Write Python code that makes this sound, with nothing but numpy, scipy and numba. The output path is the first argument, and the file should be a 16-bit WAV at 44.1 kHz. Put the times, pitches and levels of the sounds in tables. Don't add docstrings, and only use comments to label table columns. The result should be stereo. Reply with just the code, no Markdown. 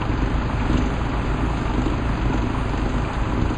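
import sys
import numpy as np
from scipy import signal
from scipy.fft import rfft, irfft
from scipy.io import wavfile
from scipy.ndimage import uniform_filter1d
from numba import njit

SR = 44100
rng = np.random.default_rng(int(sys.argv[2]) if len(sys.argv) > 2 else 0)


def master(y):
    cut = np.clip(np.atleast_2d(y).T, -1, 1)
    pcm = np.round(cut * 32767)
    wavfile.write(sys.argv[1], SR, pcm.astype(np.int16))


def nominal_scale(level):
    x = np.asarray(level, float) / 20
    return 10 ** x


N = 157437

FLICKER_DB = .9


@njit
def svf(x, hz, width_hz):
    y, band, low = np.empty(len(x)), 0., 0.
    g, k = np.tan(np.pi * hz / SR), width_hz / hz
    for i in range(len(x)):
        v = (band + g * (x[i] - low)) / (1 + g * (g + k))
        band = 2 * v - band
        low = low + 2 * g * v
        y[i] = k * v
    return y


def ring(x, hz, width_hz):
    once = svf(1. * x, 1. * hz, 0.99 * width_hz)
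    return svf(once, 1. * hz, 0.99 * width_hz)


def level(x, db):
    return x * nominal_scale(db) / np.sqrt(np.mean(x ** 2))


def ringing_noise(hz, width_hz, db):
    return level(ring(rng.standard_normal(N), hz, width_hz), db)


def walk(rate_hz):
    hold = int(SR / rate_hz)
    steps = np.repeat(rng.standard_normal(N // hold + 1), hold)
    return 1.5 * uniform_filter1d(uniform_filter1d(steps, hold), hold)[:N]


def barks():
    # start in seconds, peak level in dB.
    hard_firings = [(.0129, -19), (.0922, -21), (.2181, -22), (.6976, -13), (.742, -14), (.7854, -15.5),
                    (.8453, -20), (1.1355, -22), (1.2487, -20), (1.3448, -21), (1.4369, -20), (1.7803, -20),
                    (1.8645, -21), (1.9214, -18), (2.3004, -20), (2.343, -15), (2.441, -20), (2.7805, -22),
                    (2.8615, -18), (2.9441, -18), (3.3336, -17), (3.377, -17), (3.4212, -17), (3.4648, -21),
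                    (3.5061, -16.5)]
    pipe_hz, width_hz = 258, 155
    puffs, one_puff = np.zeros(N), np.zeros(999)
    one_puff[0] = 1
    for s, db in hard_firings:
        puffs[int(s * SR)] = nominal_scale(db)
    return ring(puffs, pipe_hz, width_hz) / np.max(ring(one_puff, pipe_hz, width_hz))


def exhaust_echoes(near):
    # delay in seconds, signed gain.
    reflections = [
        (.0143, -.65),
        (.0286, .35),
    ]
    return near + sum(gain * np.roll(near, int(s * SR)) for s, gain in reflections)


def pump(t):
    # time in seconds, effort in dB.
    strokes = [
        (.27, 4.5),
        (.75, 2.5),
        (1.33, 1.5),
        (1.85, 6),
        (2.37, 3.5),
        (2.9, 4.5),
        (3.4, 0.9),
    ]
    # multiple of firing rate, level in dB, rise under load in dB, lag in seconds.
    thump = [(1, -40, 3, 0), (2, -32.5, 5, .0005), (3, -41, 5, .004)]
    # centre in Hz, width in Hz, level in dB, rise under load in dB,
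    # strongest point as share of a stroke.
    exhaust = [(218.8, 45, -46.5, 7, 0.57), (247.7, 42, -47, 3.5, 0.7), (313.5, 60, -49, 6.5, 0.61),
               (364, 13, -52, 4.5, 0.72)]
    silencer = (130.5, 12.5, -43.5, 9, 1.4)
    # centre in Hz, width in Hz, level in dB, rise under load in dB,
    # fade as share of a cycle, blows per cycle.
    clatter = [(267, 135, -38.5, 3, 0.27, 1), (915, 820, -38.5, -8, 0.22, 1), (1430, 860, -48, -4, 0.21, 2),
               (2800, 990, -60.5, 6, 0.2, 2), (4170, 2400, -62.5, 2, 0.16, 1),
               (6630, 3900, -66.5, 6.5, 0.3, 1)]
    stroke_hz, firings, first_firing_s = 1.924, 13, .015
    slowing_share, lag_s, jitter_s = .71, .0103, .0004
    load_at, load_width, hiss_late = 0.42, 0.4, 0.07
    scatter_db, clatter_scatter_db, clatter_lead_s = 1.2, 1.8, 0.0033

    count = np.arange(-firings, 8 * firings)
    share = count % firings / firings
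    time_chance, kick_chance, clatter_chance = rng.standard_normal((3, len(count)))
    even_s = first_firing_s + count / firings / stroke_hz
    when_s = even_s + np.interp(share, [0, slowing_share, 1], [0, lag_s, 0])
    turns = np.interp(t, when_s + jitter_s * time_chance, count)

    def push(at):
        off = (turns / firings - at + .5) % 1 - .5
        return np.exp(-(off / load_width) ** 2)

    load = push(load_at)
    effort_db = load * np.interp(t, *np.array(strokes).T)

    out = 0
    for k, db, rise_db, late_s in thump:
        wave = np.cos(2 * np.pi * k * np.interp(t - late_s, t, turns))
        out = out + np.sqrt(2) * nominal_scale(db + rise_db * load + effort_db / 2) * wave

    cycle = np.floor(turns).astype(int) + firings
    kicks = np.diff(cycle, prepend=cycle[0]) * nominal_scale(scatter_db * kick_chance[cycle])

    def pipe(hz, width_hz, db, rise_db, at):
        return nominal_scale(rise_db * push(at) + effort_db) * level(ring(kicks, hz, width_hz), db)

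    near = exhaust_echoes(sum(pipe(*row) for row in exhaust) + barks())

    early = np.interp(t + clatter_lead_s, t, turns)
    late_load = push(load_at + hiss_late)
    for hz, width_hz, db, rise_db, fade, blows in clatter:
        beat = round(blows) * early + 40
        blow = np.arange(400)
        shared = clatter_chance[(blow // round(blows)) % len(count)]
        size_db = clatter_scatter_db * (0.97 * rng.standard_normal(400) + 0.44 * shared)
        gate = np.exp(-(beat % 1) / fade) * nominal_scale(size_db[beat.astype(int)])
        struck = level(ring(gate * rng.standard_normal(N), hz, width_hz), db)
        near = near + nominal_scale(rise_db * late_load + effort_db) * struck
    return out + near + pipe(*silencer)


def bands(shape, step, db, swell_db):
    log_hz, gain_db = np.log(np.array(shape)[:, 0]), np.array(shape)[:, 1]
    out = 0
    for hz in np.exp(np.arange(log_hz[0], log_hz[-1], step)):
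        width_hz = 1.9 * step * hz
        band = svf(svf(rng.standard_normal(N), hz, width_hz), hz, width_hz)
        band_db = np.interp(np.log(hz), log_hz, gain_db) + swell_db + FLICKER_DB * walk(9.1)
        out = out + nominal_scale(band_db) * band
    return level(out, db)


def fans():
    # frequency in Hz, level in dB per Hz.
    roar = [(25, -15.5), (60, -5), (150, -1), (300, -6), (450, -14.5), (850, -11), (2600, -24), (5000, -36)]
    # centre in Hz, width in Hz, level in dB.
    panels = [(837, 63, -44), (972, 66, -45), (1033, 50, -48.5), (1181.6, 44, -47), (1370, 390, -43),
              (2543, 610, -48)]
    # frequency in Hz, level in dB per Hz.
    hiss = [(5900, -6.5), (6500, -1), (7500, -4.5), (8300, 8.5), (10200, 7.5)]
    out = bands(roar, 0.3019, -29, .4 * walk(2.8))
    for hz, width_hz, db in panels:
        out = out + nominal_scale(FLICKER_DB * walk(5.4)) * ringing_noise(hz, width_hz, db)
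    return out + bands(hiss, 0.074, -46.5, FLICKER_DB * walk(6))


def ground_dip(x):
    return x - .7 * svf(x, 348., 16.)


def orders(turns, table, wander_db):
    out = 0
    for k, db in table:
        phase_turns = rng.random() * (k > 5.5)
        gain = np.sqrt(2) * nominal_scale(db + wander_db * walk(3))
        out = out + gain * np.cos(2 * np.pi * (k * turns + phase_turns))
    return out


def steady_engine(t):
    # multiple of shaft rate, level in dB.
    engine_orders = [(1, -40), (2, -33), (3, -42), (4, -49), (5, -39), (6, -47), (9, -40), (10, -45),
                     (11, -50), (14, -46), (15, -56), (18, -51), (19, -56), (20, -54), (21, -52), (25, -57),
                     (28, -61), (41, -58)]
    return orders(28.256 * (t - .029), engine_orders, 0.14)


def generator(t):
    # multiple of shaft rate, level in dB.
    generator_orders = [(1, -36), (2, -33), (3, -56), (5, -53), (6, -56), (10, -58), (12, -51)]
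    return -orders(55.454 * (t - .0134), generator_orders, 0.79)


def idler(t):
    # multiple of shaft rate, level in dB.
    idler_orders = [(1, -48), (2, -45), (4, -52), (5, -51)]
    return orders(18.14 * (t - .0446), idler_orders, .5)


def knocks(t, table, db_all, fade_s, width_hz):
    rise_s = .004
    noise = rng.standard_normal(N)
    out = 0
    for s, db, hz in table:
        burst = np.clip((t - s) / rise_s, 0, 1) * np.exp(-np.abs(t - s) / fade_s)
        out = out + burst * level(ring(noise, hz, width_hz), db + db_all)
    return out


def clanks(t):
    # start in seconds, peak level in dB, pitch in Hz.
    dull = [(0.014, -16.5, 966), (0.207, -25, 840), (0.343, -23.5, 840), (0.419, -20.5, 1020),
            (0.498, -21, 974), (0.659, -17.5, 760), (0.731, -24, 1310), (1.061, -22.5, 937),
            (1.138, -27.5, 1170), (1.405, -18.5, 886), (1.501, -21.5, 860), (1.66, -21, 960),
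            (1.694, -18.5, 830), (1.868, -20, 942), (2.101, -22, 990), (2.165, -25.5, 860),
            (2.323, -17, 854), (2.543, -16, 960), (2.579, -18, 1000), (3.063, -21, 1075), (3.1, -16.5, 970),
            (3.137, -19, 926), (3.178, -20, 1020), (3.251, -22.5, 1030), (3.319, -19, 942),
            (3.427, -28, 1060)]
    # start in seconds, peak level in dB, pitch in Hz.
    light = [(0.0146, -23.5, 2610), (0.1145, -26.5, 2220), (0.595, -26, 2280), (0.7667, -23.5, 2670),
             (0.8081, -27.5, 2340), (0.9627, -27, 2390), (1.369, -27.5, 2430), (1.406, -30, 2300),
             (1.54, -34, 2290), (1.6776, -29, 2360), (1.9285, -30, 2380), (2.0822, -33, 2000),
             (2.2144, -29, 2680), (2.3253, -28, 2300), (2.374, -25.5, 1930), (2.528, -30, 2620),
             (2.58, -27.5, 2630), (2.776, -27.5, 1970), (2.9277, -29, 2370), (3.047, -27, 2420),
             (3.081, -26, 2380), (3.2949, -25, 2310), (3.4196, -36, 2680), (3.4885, -26, 2370)]
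    return knocks(t, dull, -8.5, 0.015, 410) + knocks(t, light, -5, 0.0087, 810)


def wind(t):
    # centre in seconds, half length in seconds, level in dB.
    gusts = [
        (0.114, 0.026, -27),
        (0.51, 0.042, -35.5),
        (0.718, 0.17, -23),
        (2.132, 0.23, -32),
        (3.381, 0.14, -25.5),
    ]
    blow = sum(nominal_scale(db) * np.exp(-((t - s) / half_s) ** 2) for s, half_s, db in gusts)
    return blow * ringing_noise(57.4, 76, 0)


def rattles(t):
    # start in seconds, peak level in dB, thin top in dB relative to the peak.
    bursts = [(0.1747, -34.5, -19), (0.696, -31, -31), (0.7307, -28.5, -15), (0.775, -26.5, -12),
              (0.818, -37, -9), (0.859, -32.5, -9), (1.5733, -30.5, -14), (1.738, -32, -24),
              (1.78, -36, -20), (1.8537, -32, -14), (2.334, -33.5, -10), (2.375, -29, -17),
              (2.416, -33, -14), (2.61, -36.5, -18), (2.7761, -32, -13), (2.8509, -43.5, -18),
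              (2.8916, -31.5, -10.5), (3.1334, -27.5, -16.5), (3.415, -32, -13), (3.455, -35.5, -23),
              (3.4979, -33, -14), (3.538, -33.5, -11)]
    fade_s, body_db, top_rise_db = .014, -10.5, 8.5
    body, top = 0, 0
    for s, db, rel_db in bursts:
        fade = (t > s) * np.exp(-np.abs(t - s) / fade_s)
        body = body + nominal_scale(db) * fade
        top = top + nominal_scale(db + rel_db) * fade
    sheet = ringing_noise(3630, 2300, body_db)
    tinkle = ringing_noise(6640, 2300, body_db + top_rise_db)
    return body * sheet + top * tinkle


def scene():
    t = np.arange(N) / SR
    mid = ground_dip(pump(t) + fans())
    mid = mid + steady_engine(t) + generator(t) + idler(t)
    mid = mid + clanks(t) + wind(t) + rattles(t)
    return np.array([mid, mid])


def patchy_treble(x):
    # frequency in Hz, share kept.
    survive = [(4850, 1), (5000, .5), (5170, 0), (5800, 0), (5950, .2), (6100, .9), (6500, 1), (7400, .75),
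               (7650, .13), (8350, .08), (8500, .018), (9100, .025), (9600, .008), (9900, .003),
               (10050, .04), (10170, .04), (10200, 0)]
    size, hop, lead = 4096, 2048, 260
    hz, _, z = signal.stft(np.pad(x, (lead, 0)), SR, "cosine", size, hop)
    loud_db = 10 * np.log10(uniform_filter1d(np.abs(z) ** 2, size=120, axis=0) + 1e-18)
    merit = rng.standard_normal(z.shape) + .13 * (loud_db - loud_db.mean(axis=1, keepdims=True))
    order = np.argsort(np.argsort(-merit, axis=1), axis=1)
    rank = (order + rng.random((len(hz), 1))) / z.shape[1]
    share = np.interp(hz, *np.array(survive).T)[:, None]
    return signal.istft(z * (rank < share), SR, "cosine", size, hop)[1][lead:N + lead]


def low_pass(x):
    return signal.sosfilt(signal.butter(12, 10250, fs=SR, output="sos"), x)


def record(dry):
    mid = patchy_treble(dry[0]) + .0019
    bass = np.arange(N // 2 + 1) * SR / N < 75
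    side = nominal_scale(-33.5) * irfft(rfft(mid) * bass, N)
    return low_pass(np.array([mid + side, mid - side]))


dry = scene()
out = record(dry)
master(out)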